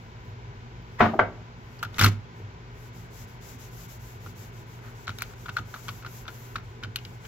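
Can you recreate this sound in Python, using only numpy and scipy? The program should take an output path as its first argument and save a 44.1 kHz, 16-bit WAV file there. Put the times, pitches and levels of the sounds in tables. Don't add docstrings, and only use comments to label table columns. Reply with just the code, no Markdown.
import sys
import numpy as np
from scipy import signal
from scipy.fft import rfft, irfft, next_fast_len
from scipy.io import wavfile
from scipy.ndimage import uniform_filter1d

SR = 44100
rng = np.random.default_rng(int(sys.argv[2]) if len(sys.argv) > 2 else 0)


def transcribe(signal):
    frames = np.atleast_2d(signal).T
    limited = np.clip(frames, -1, 1)
    pcm = np.round(limited * 32767).astype(np.int16)
    wavfile.write(sys.argv[1], SR, pcm)


def makeup_ratio(level_db):
    decades = np.asarray(level_db, float) / 20
    return 10 ** decades


N = 320607
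SIZE = next_fast_len(N + SR)
HZ = np.maximum(np.fft.rfftfreq(SIZE, 1 / SR), 1)
T_S = np.arange(N) / SR
OPPOSITE = np.array([[1], [-1]])


def rms_one(x):
    return x / np.sqrt(np.mean(x ** 2) + 1e-20)


def in_time(rows):
    s, *columns = np.transpose(rows)
    return [np.interp(T_S, s, c) for c in columns]


def at_hz(points, hz):
    f, value = np.array(points).T
    return np.interp(np.log(hz), np.log(f), value)


def drift(rate_hz):
    knots = rng.standard_normal(int(N / SR * 200))
    return np.interp(T_S * rate_hz, np.arange(len(knots)), knots)


def swells(rows):
    return sum(makeup_ratio(db) * np.exp(-((T_S - s) / width_s) ** 2) for s, db, width_s in rows)


# f/Hz, correlation
LIKENESS = [(25, 0.43), (60, 1), (130, 0.95), (290, 0.9), (640, 1), (1410, 0.31), (3100, 0.33),
            (6820, -0.12), (15000, 0.0036)]


def noise(gain):
    mid, side = rfft(rng.standard_normal((2, SIZE)))
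    alike = np.clip(at_hz(LIKENESS, HZ), -.99, .99)
    both = np.sqrt(1 + alike) * mid + np.sqrt(1 - alike) * side * OPPOSITE
    return rms_one(irfft(gain * both, SIZE)[:, :N])


def peak(hz, width_hz):
    return 1 / np.hypot(1, 2 * (HZ - hz) / width_hz)


def ring(hz, t60, soft_s, size=9000, order=1):
    t = np.arange(size) / SR
    return np.sin(2 * np.pi * hz * t) * makeup_ratio(-60 * t / t60) * (1 - np.exp(-t / soft_s)) ** order


def burst(white, low_hz, high_hz, rise_s, t60):
    band = signal.butter(1, [low_hz, min(high_hz, .45 * SR)], "band", fs=SR, output="sos")
    t = np.arange(white.shape[-1]) / SR
    grains = rms_one(signal.sosfilt(band, signal.sosfilt(band, white)))
    return grains * (1 - np.exp(-t / rise_s)) * makeup_ratio(-60 * t / t60)


def add(out, s, sound):
    i = round(s * SR)
    out[..., i:i + sound.shape[-1]] += sound[..., :N - i]


def thump(db, modes):
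    return sum(makeup_ratio(db + level_db) * ring(hz, t60, 0.0032, size=22000, order=2) for hz, level_db, t60 in modes)


# f/Hz, density/dB
AIR = [(13, -43), (22, -47), (44, -3.5), (75, -14.5), (110, -1), (179, -19), (203, -20.5), (229, -10),
       (265, -22.5), (411, -15), (565, -24), (943, -19), (1120, -24.5), (2160, -27), (7500, -43),
       (9750, -104), (16500, -120)]
# f/Hz, width/Hz, level/dB
AIR_PEAKS = [(57.3, 28, -57), (171.5, 10.6, -60), (400, 120, -63.5), (1000, 43, -64.5), (1500, 140, -65),
             (2200, 170, -69)]
# f/Hz, rms/dB
HUM = [(120.0, -50), (240.0, -65)]
# t/s, level/dB
NUDGES = [(0.273, -32.5), (0.723, -38), (1.6, -61), (2.401, -29), (2.549, -46), (2.981, -50), (3.199, -36),
          (3.42, -60), (3.547, -32.5), (3.852, -59), (4.148, -31.5), (4.36, -33), (4.498, -51),
          (6.617, -32)]
AIR_DB, BENCH_HUM_DB, NUDGE_SWELL_S = -48, -59.5, 0.059
HUM_LAG_S = 15 / 44100


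def shop():
    swell_db = .6 * drift(6)
    out = makeup_ratio(AIR_DB + swell_db) * noise(makeup_ratio(at_hz(AIR, HZ)))
    out = out + sum(makeup_ratio(db) * noise(peak(hz, width_hz) ** 2) for hz, width_hz, db in AIR_PEAKS)
    out = out + makeup_ratio(BENCH_HUM_DB) * noise(peak(100.8, 3.0) ** 2)
    out[0] = np.roll(out[0], round(HUM_LAG_S * SR))
    lowest_hz, _, lowest_t60 = BENCH[0]
    for s, db in NUDGES:
        add(out, s, makeup_ratio(db + 3.5) * ring(lowest_hz, lowest_t60, NUDGE_SWELL_S, size=22000))
    t = T_S - np.array([[HUM_LAG_S], [0]])
    return out + sum(makeup_ratio(db) * np.sqrt(2) * np.sin(2 * np.pi * hz * t) for hz, db in HUM)


# start t/s, peak level/dB, place of top speed/0-1, peakedness/1, lower band/dB
STROKES = [(2.68, -64, 0.77, 3, 1.5), (2.92, -63.5, 0.32, 1.5, 2.5), (3.095, -56.5, 0.64, 1.4, 4),
           (3.265, -64.5, 0.15, 1.7, 0.5), (3.40, -56.5, 0.44, 1.2, 4.5), (3.582, -58.5, 0.32, 0.51, 3.5),
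           (3.70, -53.5, 0.7, 0.75, 1), (3.875, -54, 0.34, 1.1, 0.5), (3.99, -58, 0.3, 0.75, 0),
           (4.19, -59, 0.52, 1.2, 1.5), (4.345, -57, 0.34, 1.1, 1.5), (4.515, -64.5, 0.4, 1, 1.5),
           (4.655, -65.5, .5, 0.64, 2), (4.805, -65.5, 0.5, 0.67, 1), (4.945, -66.5, 1, 0.25, 4.5),
           (5.06, -65, 0.76, 0.58, 4.5), (5.35, -62.5, 0.58, 0.83, 2.5), (5.51, -63.5, 0.2, 1, 4),
           (5.645, -56, 0.61, 0.62, 2), (6.04, -52.5, 0.55, 1.3, -1), (6.26, -56.5, 0.24, .9, -1),
           (6.61, -80, 0, 6, 4.5), (6.98, -68.5, 0.4, 0.68, 2.5), (7.19, -63, 1, 1.8, 9.5)]
# t/s, level/dB, half width/s
SLEEVES = [
    (0, -82, 0.096),
    (.27, -80.5, 0.046),
    (.93, -88, .04),
    (1.01, -56, 0.01),
    (1.055, -66.5, 0.018),
    (1.08, -73, 0.12),
    (1.66, -93, 0.042),
    (1.78, -72, 0.11),
    (2.39, -74.5, 0.033),
]
LAST_TURN_S, CLOTH_REST_DB = 7.36, -84.5
TURN_BLUR_S = 0.0025
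LOW_FOLLOWS, LOW_MATCH_DB = 0.78, -51.5


def strokes():
    level, low_db = np.zeros(N), np.zeros(N)
    ends = [row[0] for row in STROKES[1:]] + [LAST_TURN_S]
    for (s, db, top, power, band_db), end in zip(STROKES, ends):
        now = slice(round(s * SR), round(end * SR))
        top_s = s + np.clip(top, .1, .9) * (end - s)
        phase = np.interp(T_S[now], [s, top_s, end], [0, np.pi / 2, np.pi])
        level[now] = makeup_ratio(db) * np.abs(np.sin(phase)) ** max(power, .2)
        low_db[now] = band_db
    level = uniform_filter1d(level, size=round(TURN_BLUR_S * SR))
    level_db = 20 * np.log10(level + makeup_ratio(CLOTH_REST_DB) + swells(SLEEVES))
    return level_db, uniform_filter1d(low_db, size=1000) + (LOW_FOLLOWS - 1) * (level_db - LOW_MATCH_DB)


# f/Hz, density/dB
WIPE_LOW = [(1500, -6), (3000, -9.5), (4500, -9.5), (6000, -5), (7500, -1), (9000, -5.5), (10500, -6),
            (12000, -3.5)]
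# f/Hz, density/dB
WIPE_HIGH = [(7000, -23), (9000, -27), (11000, -2), (13000, 4.5), (14500, 1.5), (15700, -3), (16300, 7)]
# t/s, peak level/dB
TICKS = [
    (0.2907, -56),
    (0.8215, -55),
]
QUIET_TOP_HZ = 15740


def rag():
    level_db, low_db = strokes()
    high = makeup_ratio(0.62 * drift(52)) * noise(makeup_ratio(at_hz(WIPE_HIGH, HZ)) * (HZ < QUIET_TOP_HZ))
    low = makeup_ratio(low_db - 1.0 + drift(34)) * noise(makeup_ratio(at_hz(WIPE_LOW, HZ))) * makeup_ratio(2.5 * OPPOSITE)
    out = makeup_ratio(level_db + 5.0) * (high + low)
    for s, db in TICKS:
        add(out, s, makeup_ratio(db) * (ring(14000, .012, .0002) + ring(15000, .012, .0002)))
    return out


def strike(modes, luck, spread_db, apart_db, soft_s):
    out = 0
    for (hz, db, t60), (a, b) in zip(modes, luck):
        apart = b * min(hz / 1500, 1)
        out = out + makeup_ratio(db + spread_db * a + apart_db * apart * OPPOSITE) * ring(hz, t60, soft_s)
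    return out


# t/s, peak level/dB, contact brightness f/Hz, rattle/dB, bench thump/dB
TIN_HITS = [(1.0015, -13, 2000, -5.5, -28), (1.0062, -2.5, 2400, -10, -11.5),
            (1.0109, -6.5, 2660, -13.5, -8.5), (1.0145, -14, 1790, -8, -27.5), (1.023, -9.5, 1440, -8, -11),
            (1.030, -16.5, 2640, -15, -21), (1.04, -10.5, 1510, -13.5, -35), (1.056, -14, 1600, -5, -11.5),
            (1.137, -26.5, 955, -1, -37), (1.190, -12.5, 1130, -6.5, -26), (1.193, -2, 2180, -21, -34.5),
            (1.198, -9, 2960, -36, -22.5), (1.206, -4.5, 1000, -27, -23), (1.2132, -23, 1000, -12, -7.5),
            (1.227, -21, 900, -7, -31)]
# f/Hz, level/dB, t60/s
TIN_FIRST = [(298, -4, 0.097), (379, -10.5, 0.14), (624, -2, 0.047), (705.4, 0.5, 0.078), (835, -6.5, 0.05),
             (910, -12.5, 0.056), (1080, -10, 0.042), (1470, 0, 0.063), (1703, -6, 0.04), (1960, -10, 0.02),
             (2300, -8, 0.027)]
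# f/Hz, level/dB, t60/s
TIN_SECOND = [(299, -20, 0.14), (375, -5.5, 0.047), (516.5, -5, 0.099), (657, -4, 0.057),
              (730, -3.5, 0.057), (1160, -7, 0.041), (1380, -11.5, 0.023), (1530, -2, 0.052),
              (2000, 3, 0.01), (2180, -2, 0.033), (3230, 0, 0.019)]
# f/Hz, level/dB, t60/s
BENCH = [(100.9, 0, 0.34), (131, -19, 0.15), (170.2, -17, 0.3), (223.5, -7, 0.26), (285, -16, 0.25),
         (372, -21, 0.2), (497, -21, 0.1)]
# t/s, level/dB, f/Hz
KNOCKS = [
    (1.0061, 6, 1100),
    (1.0109, 0, 1500),
    (1.1902, -9, 800),
    (1.1933, 5.7, 1150),
    (1.1977, 2, 1400),
]
# t/s, f/Hz, level/dB, t60/s, swell/s
TIN_BODY = [
    (1.016, 190, -12, 0.09, 0.02),
    (1.0065, 712, -11.5, 0.1, 0.0028),
    (1.0065, 1700, -25.5, .04, 0.0015),
    (1.191, 710, -11, 0.029, 0.00067),
    (1, 160, -26, 0.063, 0.0057),
    (1.134, 772, -9, 0.04, 0.0099),
    (1.152, 360, -14.5, 0.032, 0.0035),
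]
# t/s, level/dB, t60/s
GRIT = [
    (1.005, -34, 0.29),
    (1.191, -38, 0.11),
]
# t/s, level/dB
TIN_SKID = [(0.975, -91), (0.988, -45.5), (0.998, -30), (1.004, -49), (1.012, -69)]
KNOCK_T60_S = .003


def tin():
    out, low = np.zeros((2, N)), np.zeros(N)
    luck = rng.standard_normal((len(TIN_HITS), 11, 2))
    whites = rng.standard_normal((len(TIN_HITS), 2, 9000))
    for (s, db, soft_hz, rattle_db, thump_db), chance, white in zip(TIN_HITS, luck, whites):
        landing = TIN_FIRST if s < 1.1 else TIN_SECOND
        modes = [(hz, level - 10 * np.log10(1 + (hz / soft_hz) ** 4), t60) for hz, level, t60 in landing]
        white = .6 * white[0] + .8 * white
        rattle = burst(white, 513, soft_hz, 0.0011, 0.068) + makeup_ratio(-13) * burst(white, 120, 480, 0.017, 0.22)
        blow = strike(modes, chance, spread_db=3.0, apart_db=9.5, soft_s=0.0014)
        add(out, s, makeup_ratio(db) * (makeup_ratio(-15.5) * blow + makeup_ratio(rattle_db) * rattle))
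        add(low, s, thump(db + thump_db, BENCH))
    for s, db, hz in KNOCKS:
        add(out, s, -makeup_ratio(db) * ring(hz, KNOCK_T60_S, 1 / 5000))
    for s, hz, db, t60, swell_s in TIN_BODY:
        add(out, s, makeup_ratio(db) * ring(hz, t60, swell_s, size=15000))
    out = signal.sosfilt(signal.butter(3, 2500, fs=SR, output="sos"), out)
    for (s, db, t60), white in zip(GRIT, whites):
        add(out, s, makeup_ratio(db) * burst(white[::-1], 1700, 4130, 0.0017, t60))
    return out + makeup_ratio(in_time(TIN_SKID)[0]) * noise(peak(1100, 300) + peak(1920, 150)), low


# t/s, level/dB
SLIDE = [(1.9, -80), (1.95, -44.5), (1.98, -46.5), (1.988, -30), (2.025, -26), (2.07, -30.5), (2.10, -41.5),
         (2.16, -60.5), (2.2, -93)]
# f/Hz, density/dB
SLIDE_COLOUR = [(200, 8.5), (450, -7.5), (800, -6.5), (1350, -0.5), (2100, -2.5), (4200, -10), (7000, -8.5),
                (9000, -13), (13000, -9), (16000, -17)]
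# t/s, dip/dB, half width/s
SKIPS = [
    (2.007, -10, 0.0036),
    (2.030, -8, 0.002),
    (2.0427, -3, .0015),
    (2.0566, -16, 0.0018),
    (2.072, -8, .002),
]
# t/s, level/dB, half width/s
RUSTLES = [
    (5.3, -56.5, .02),
    (4.865, -54, .04),
    (5.21, -46, .015),
    (7.255, -50.5, 0.013),
    (1.7, -60.5, .03),
]


def slide():
    level_db, = in_time(SLIDE)
    chatter_db = 4 * drift(180)
    chatter_db = chatter_db + sum(db * np.exp(-((T_S - s) / width_s) ** 2) for s, db, width_s in SKIPS)
    scrape = makeup_ratio(level_db + chatter_db) * noise(makeup_ratio(at_hz(SLIDE_COLOUR, HZ)))
    return scrape + swells(RUSTLES) * noise(peak(1430, 400) + 0.23 * peak(2300, 900))


# t/s, peak level/dB, bar/dB, bar f/Hz, sizzle/dB
CLICKS = [(1.791, -59, 13, 5000, -25), (1.795, -52.5, 10, 4500, -27), (1.9442, -58.5, 20.5, 3770, -22),
          (5.071, -46, 10, 4030, -27), (5.1867, -41.5, 9, 3800, 2.5), (5.208, -56, 17.5, 4230, -7),
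          (5.2211, -26, 0, 2300, -2.5), (5.229, -54, 17, 4640, -11), (5.238, -54, 11, 3010, -18.5),
          (5.8833, -32.5, 1, 3280, -10.5), (6.8342, -40, 2, 2280, -14), (6.9596, -44, 17, 4250, -5),
          (6.9594, -38, 16, 2880, 7), (6.968, -46, -3, 2900, 0), (6.988, -49, 11, 2850, -14.5),
          (7.0507, -59.5, 22, 4950, 2), (7.0512, -52.5, 17.5, 2990, -12), (7.253, -60.5, 20, 3000, -16)]
# t/s, peak level/dB, jaw f/Hz, bar/dB, bar f/Hz
LIFT = [
    (1.8287, -17.5, 1360, -12, 2900),
    (1.8343, -18, 1320, -22, 2980),
    (1.848, -29, 1370, -12, 3080),
    (1.8508, -34, 1420, -15, 3400),
]
# t/s, peak level/dB, jaw f/Hz, bar/dB, bar f/Hz
CHATTER = [(1.9838, -23, 1380, -2, 2000), (1.9887, -29, 1340, 0.5, 3000), (1.993, -13, 1380, -7, 2400),
           (1.995, -29, 1390, 6, 6600), (1.9953, -21, 1350, 1.5, 3670), (1.997, -24, 1350, -19, 2200),
           (2.0013, -26, 1300, 6.5, 3550), (2.0114, -19, 1380, -1.5, 1970), (2.0127, -11, 1420, -8, 2930),
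           (2.0145, -29.5, 1410, 12.5, 5000), (2.017, -26.5, 1370, 5.5, 2150),
           (2.0223, -17, 1350, -4, 2030), (2.025, -16.5, 1420, -8, 2080), (2.0275, -32, 1350, 5.5, 3800),
           (2.034, -25, 1330, -12, 5520), (2.0375, -26, 1320, 11.5, 5350), (2.039, -26.5, 1430, 9.5, 2070),
           (2.0438, -6, 1360, -10, 4370), (2.0463, -31, 1380, 12.5, 4260), (2.047, -19, 1380, 2, 2900),
           (2.0506, -17.5, 1390, -8, 2140), (2.0536, -17, 1350, -20, 3000),
           (2.0615, -20.5, 1390, 3.5, 2200), (2.064, -33, 1410, 11, 3530),
           (2.0659, -15.5, 1330, -14.5, 2970), (2.0752, -30.5, 1350, 5, 2060), (2.087, -35, 1300, -9, 3930),
           (2.091, -39, 1330, -7, 2050)]
# t/s, peak level/dB, jaw f/Hz, bar/dB, bar f/Hz
ROCKS = [(4.2624, -32, 1350, -40, 2300), (5.079, -21, 1420, -9, 2280), (5.093, -21.5, 1410, -11, 3930),
         (5.104, -40, 1380, 2, 2400), (5.4588, -27.5, 1340, -14, 3500), (5.4906, -23, 1380, -23, 4330),
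         (5.494, -25.5, 1420, -12, 2680), (5.5682, -14, 1430, -17, 4200), (5.585, -27, 1340, -5.5, 3500),
         (5.589, -25, 1320, -24, 3630), (5.7411, -23, 1380, -20, 3840), (5.761, -34, 1230, -15, 3770),
         (5.8891, -24.5, 1180, -5.5, 2370), (5.892, -38, 1420, 5, 3000), (6.025, -37, 1450, -8.5, 2410),
         (6.048, -27, 1310, -22, 2700), (6.0621, -33, 1370, -10, 4150), (6.064, -28, 1390, -14, 3080),
         (6.254, -38, 1410, -10, 2600), (6.2803, -29.5, 1305, -3, 3500), (6.5569, -18, 1320, -26, 3900),
         (6.5604, -30, 1230, 1, 3770), (6.8359, -30, 1530, -2, 3640), (6.837, -38.5, 1440, 6.5, 3060)]
# t/s, peak level/dB, jaw f/Hz
SETTLES = [(1.838, -39.5, 1250), (1.85, -28, 1350), (1.859, -44, 1350), (1.865, -49.5, 1340),
           (4.266, -48, 1370), (4.27, -45, 1210), (4.79, -43, 1400), (4.849, -49, 1470), (4.884, -44, 1310),
           (5.0745, -31, 1420), (5.081, -36, 1420), (5.114, -43, 1400), (5.3358, -39.5, 1440),
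           (5.463, -32, 1460), (5.4835, -28, 1390), (5.4875, -44, 1350), (5.5, -38, 1410),
           (5.5646, -29, 1220), (5.5739, -27, 1570), (5.579, -34, 1490), (5.594, -39, 1330),
           (5.737, -40, 1390), (5.746, -31.5, 1520), (5.7662, -37, 1310), (5.792, -44, 1400),
           (5.876, -38, 1340), (5.894, -30, 1360), (6.034, -41, 1350), (6.054, -43, 1410),
           (6.0712, -38.5, 1450), (6.266, -36.5, 1340), (6.2843, -26, 1440), (6.292, -36, 1470),
           (6.301, -42.5, 1380), (6.5625, -26, 1520), (6.5662, -39, 1460), (6.568, -43, 1290),
           (6.583, -33, 1380), (6.828, -33, 1470), (6.844, -42, 1550), (6.846, -27, 1440),
           (6.854, -40, 1470), (6.9648, -38, 1470)]
LIFT_SIZZLE_DB, CHATTER_SIZZLE_DB, ROCK_SIZZLE_DB = -20.5, -13, -32.5
SETTLE_BAR_DB, ROCK_BAR_HZ, CLICK_JAW_HZ = -16, 2280, 1440
CLICK_QUICKNESS = .45


def contacts():
    lift = [(*row, LIFT_SIZZLE_DB, 1) for row in LIFT]
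    chatter = [(*row, CHATTER_SIZZLE_DB, 1) for row in CHATTER]
    rocks = [(*row, ROCK_SIZZLE_DB, 1) for row in ROCKS]
    settles = [(*row, SETTLE_BAR_DB, ROCK_BAR_HZ, ROCK_SIZZLE_DB, 1) for row in SETTLES]
    clicks = [(s, db, CLICK_JAW_HZ, *rest, CLICK_QUICKNESS) for s, db, *rest in CLICKS]
    return sorted(lift + chatter + rocks + settles + clicks)


# t/s, level/dB
THUMPS = [(1.848, -32.5), (1.9972, -21.5), (2.0066, -19.5), (2.027, -16), (2.038, -20.5), (2.056, -17),
          (4.261, -34.5), (5.08, -29), (5.483, -33.5), (5.589, -29), (5.889, -37), (6.051, -34.5),
          (6.28, -40), (6.557, -36.5), (6.821, -33.5), (6.86, -31), (7.051, -35)]
# f/Hz, level/dB, t60/s
BENCH_HELD = [(101.5, -3, 0.37), (130, -14, 0.14), (172, -14.5, 0.21), (223, -8.5, 0.12),
              (284, -16.5, 0.17), (368.5, -16.5, 0.13), (492, -21.5, 0.094)]
# t/s, f/Hz, level/dB, t60/s, swell/s
BOARDS = [
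    (2.035, 222, -16, 0.086, 0.0076),
    (2.4, 374, -26, 0.022, 0.0068),
    (2.074, 378, -21, 0.055, 0.0035),
    (3.545, 250, -36.5, 0.102, .008),
]
LEFT_LAG_S = 3 / 44100


def jaw():
    out, low = np.zeros((2, N)), np.zeros(N)
    whites = rng.standard_normal((len(contacts()), 3, 3000))
    for (s, db, hz, bar_db, bar_hz, sizzle_db, quick), white in zip(contacts(), whites):
        white = 0.65 * white[0] + 0.74 * white[1:]
        hollow = makeup_ratio(5.5) * ring(hz, 0.01, quick * 0.001, size=3000, order=4)
        hollow = hollow + makeup_ratio(-17.5) * burst(white, 1320, 1470, 0.0051, 0.034)
        hollow = hollow + makeup_ratio(-19.5) * burst(white, 610, 2550, quick * 0.001, 0.044)
        bar = makeup_ratio(3) * ring(bar_hz, 0.0078, 0.00056, size=3000, order=2)
        bar = bar + makeup_ratio(-14.0) * ring(4240, 0.016, 0.0013, size=3000)
        bar = bar + makeup_ratio(-7.5) * burst(white, bar_hz * 0.69, bar_hz * 1.9, quick * 0.0015, 0.0083)
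        bar = bar + makeup_ratio(-16) * burst(white, 1700, 4500, 0.0016, 0.047)
        sizzle = makeup_ratio(1.0) * burst(white, 11230, 14700, 0.00058, 0.027) * OPPOSITE
        sizzle = sizzle + makeup_ratio(13.0) * ring(8470, 0.0031, 0.00033, size=3000) * np.array([[1], [-.3]])
        sizzle = sizzle + makeup_ratio(-4.5) * burst(white, 4700, 6200, 0.00046, 0.0061)
        add(out, s - .0008, makeup_ratio(db + 7.0) * (hollow + makeup_ratio(bar_db) * bar + makeup_ratio(sizzle_db) * sizzle))
    for s, db in THUMPS:
        add(low, s, thump(db, BENCH_HELD))
    for s, hz, db, t60, swell_s in BOARDS:
        add(low, s, makeup_ratio(db) * ring(hz, t60, swell_s))
    out[0] = np.roll(out[0], round(LEFT_LAG_S * SR))
    return out * makeup_ratio(.3 * OPPOSITE), low


# f/Hz, t60/s
ROOM = [(150, 0.47), (600, 0.18), (1500, 0.15), (3500, 0.23), (8000, 0.024)]


def room(x):
    t = np.arange(SR // 2) / SR
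    echo = 0
    for hz, t60 in ROOM:
        band = signal.butter(1, [hz / 1.86, hz * 1.76], "band", fs=SR, output="sos")
        common, *own = rng.standard_normal((3, len(t)))
        share = 1 / (1 + (hz / 800) ** 2)
        white = np.sqrt(share) * common + np.sqrt(1 - share) * np.array(own)
        echo = echo + signal.sosfilt(band, white) * makeup_ratio(-60 * t / t60)
    echo = echo * (1 - np.exp(-t / 0.011))
    echo = echo / np.sqrt(np.sum(echo ** 2) / 2)
    return irfft(rfft(x.mean(axis=0), SIZE) * rfft(echo, SIZE), SIZE)[:, :N]


def scene():
    (far, far_low), (near, near_low) = tin(), jaw()
    near = near + slide()
    high_pass = signal.butter(2, 45, "high", fs=SR, output="sos")
    bench = signal.sosfilt(high_pass, far_low + near_low) * makeup_ratio(-1.2 * OPPOSITE)
    bench_note = None
    sent = makeup_ratio(-11.5) * far + makeup_ratio(-19) * near + makeup_ratio(-24) * bench
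    return far + near + bench + room(sent) + rag() + shop()


def top_cut(x):
    return signal.sosfilt(signal.butter(12, 15950, fs=SR, output="sos"), x)


# f/Hz, gain/dB
MIC = [(6500, 1.5), (7700, -2.5), (8250, -13.5), (8700, -13), (9100, -8.5), (9700, -9), (11000, -5.5),
       (13000, -7)]
# f/Hz, difference/dB
BALANCE_DB = [(60, .3), (250, .3), (1000, .5), (2500, 2), (5000, 4), (8000, 0), (12000, -2.5)]
TOP_HZ = 15950


def record(dry):
    colour = makeup_ratio(at_hz(MIC, HZ) + at_hz(BALANCE_DB, HZ) / 2 * OPPOSITE)
    x = irfft(rfft(dry, SIZE) * colour * (HZ < TOP_HZ), SIZE)[:, :N]
    return top_cut(2 * np.tanh(x / 2))


dry = scene()
out = record(dry)
transcribe(out)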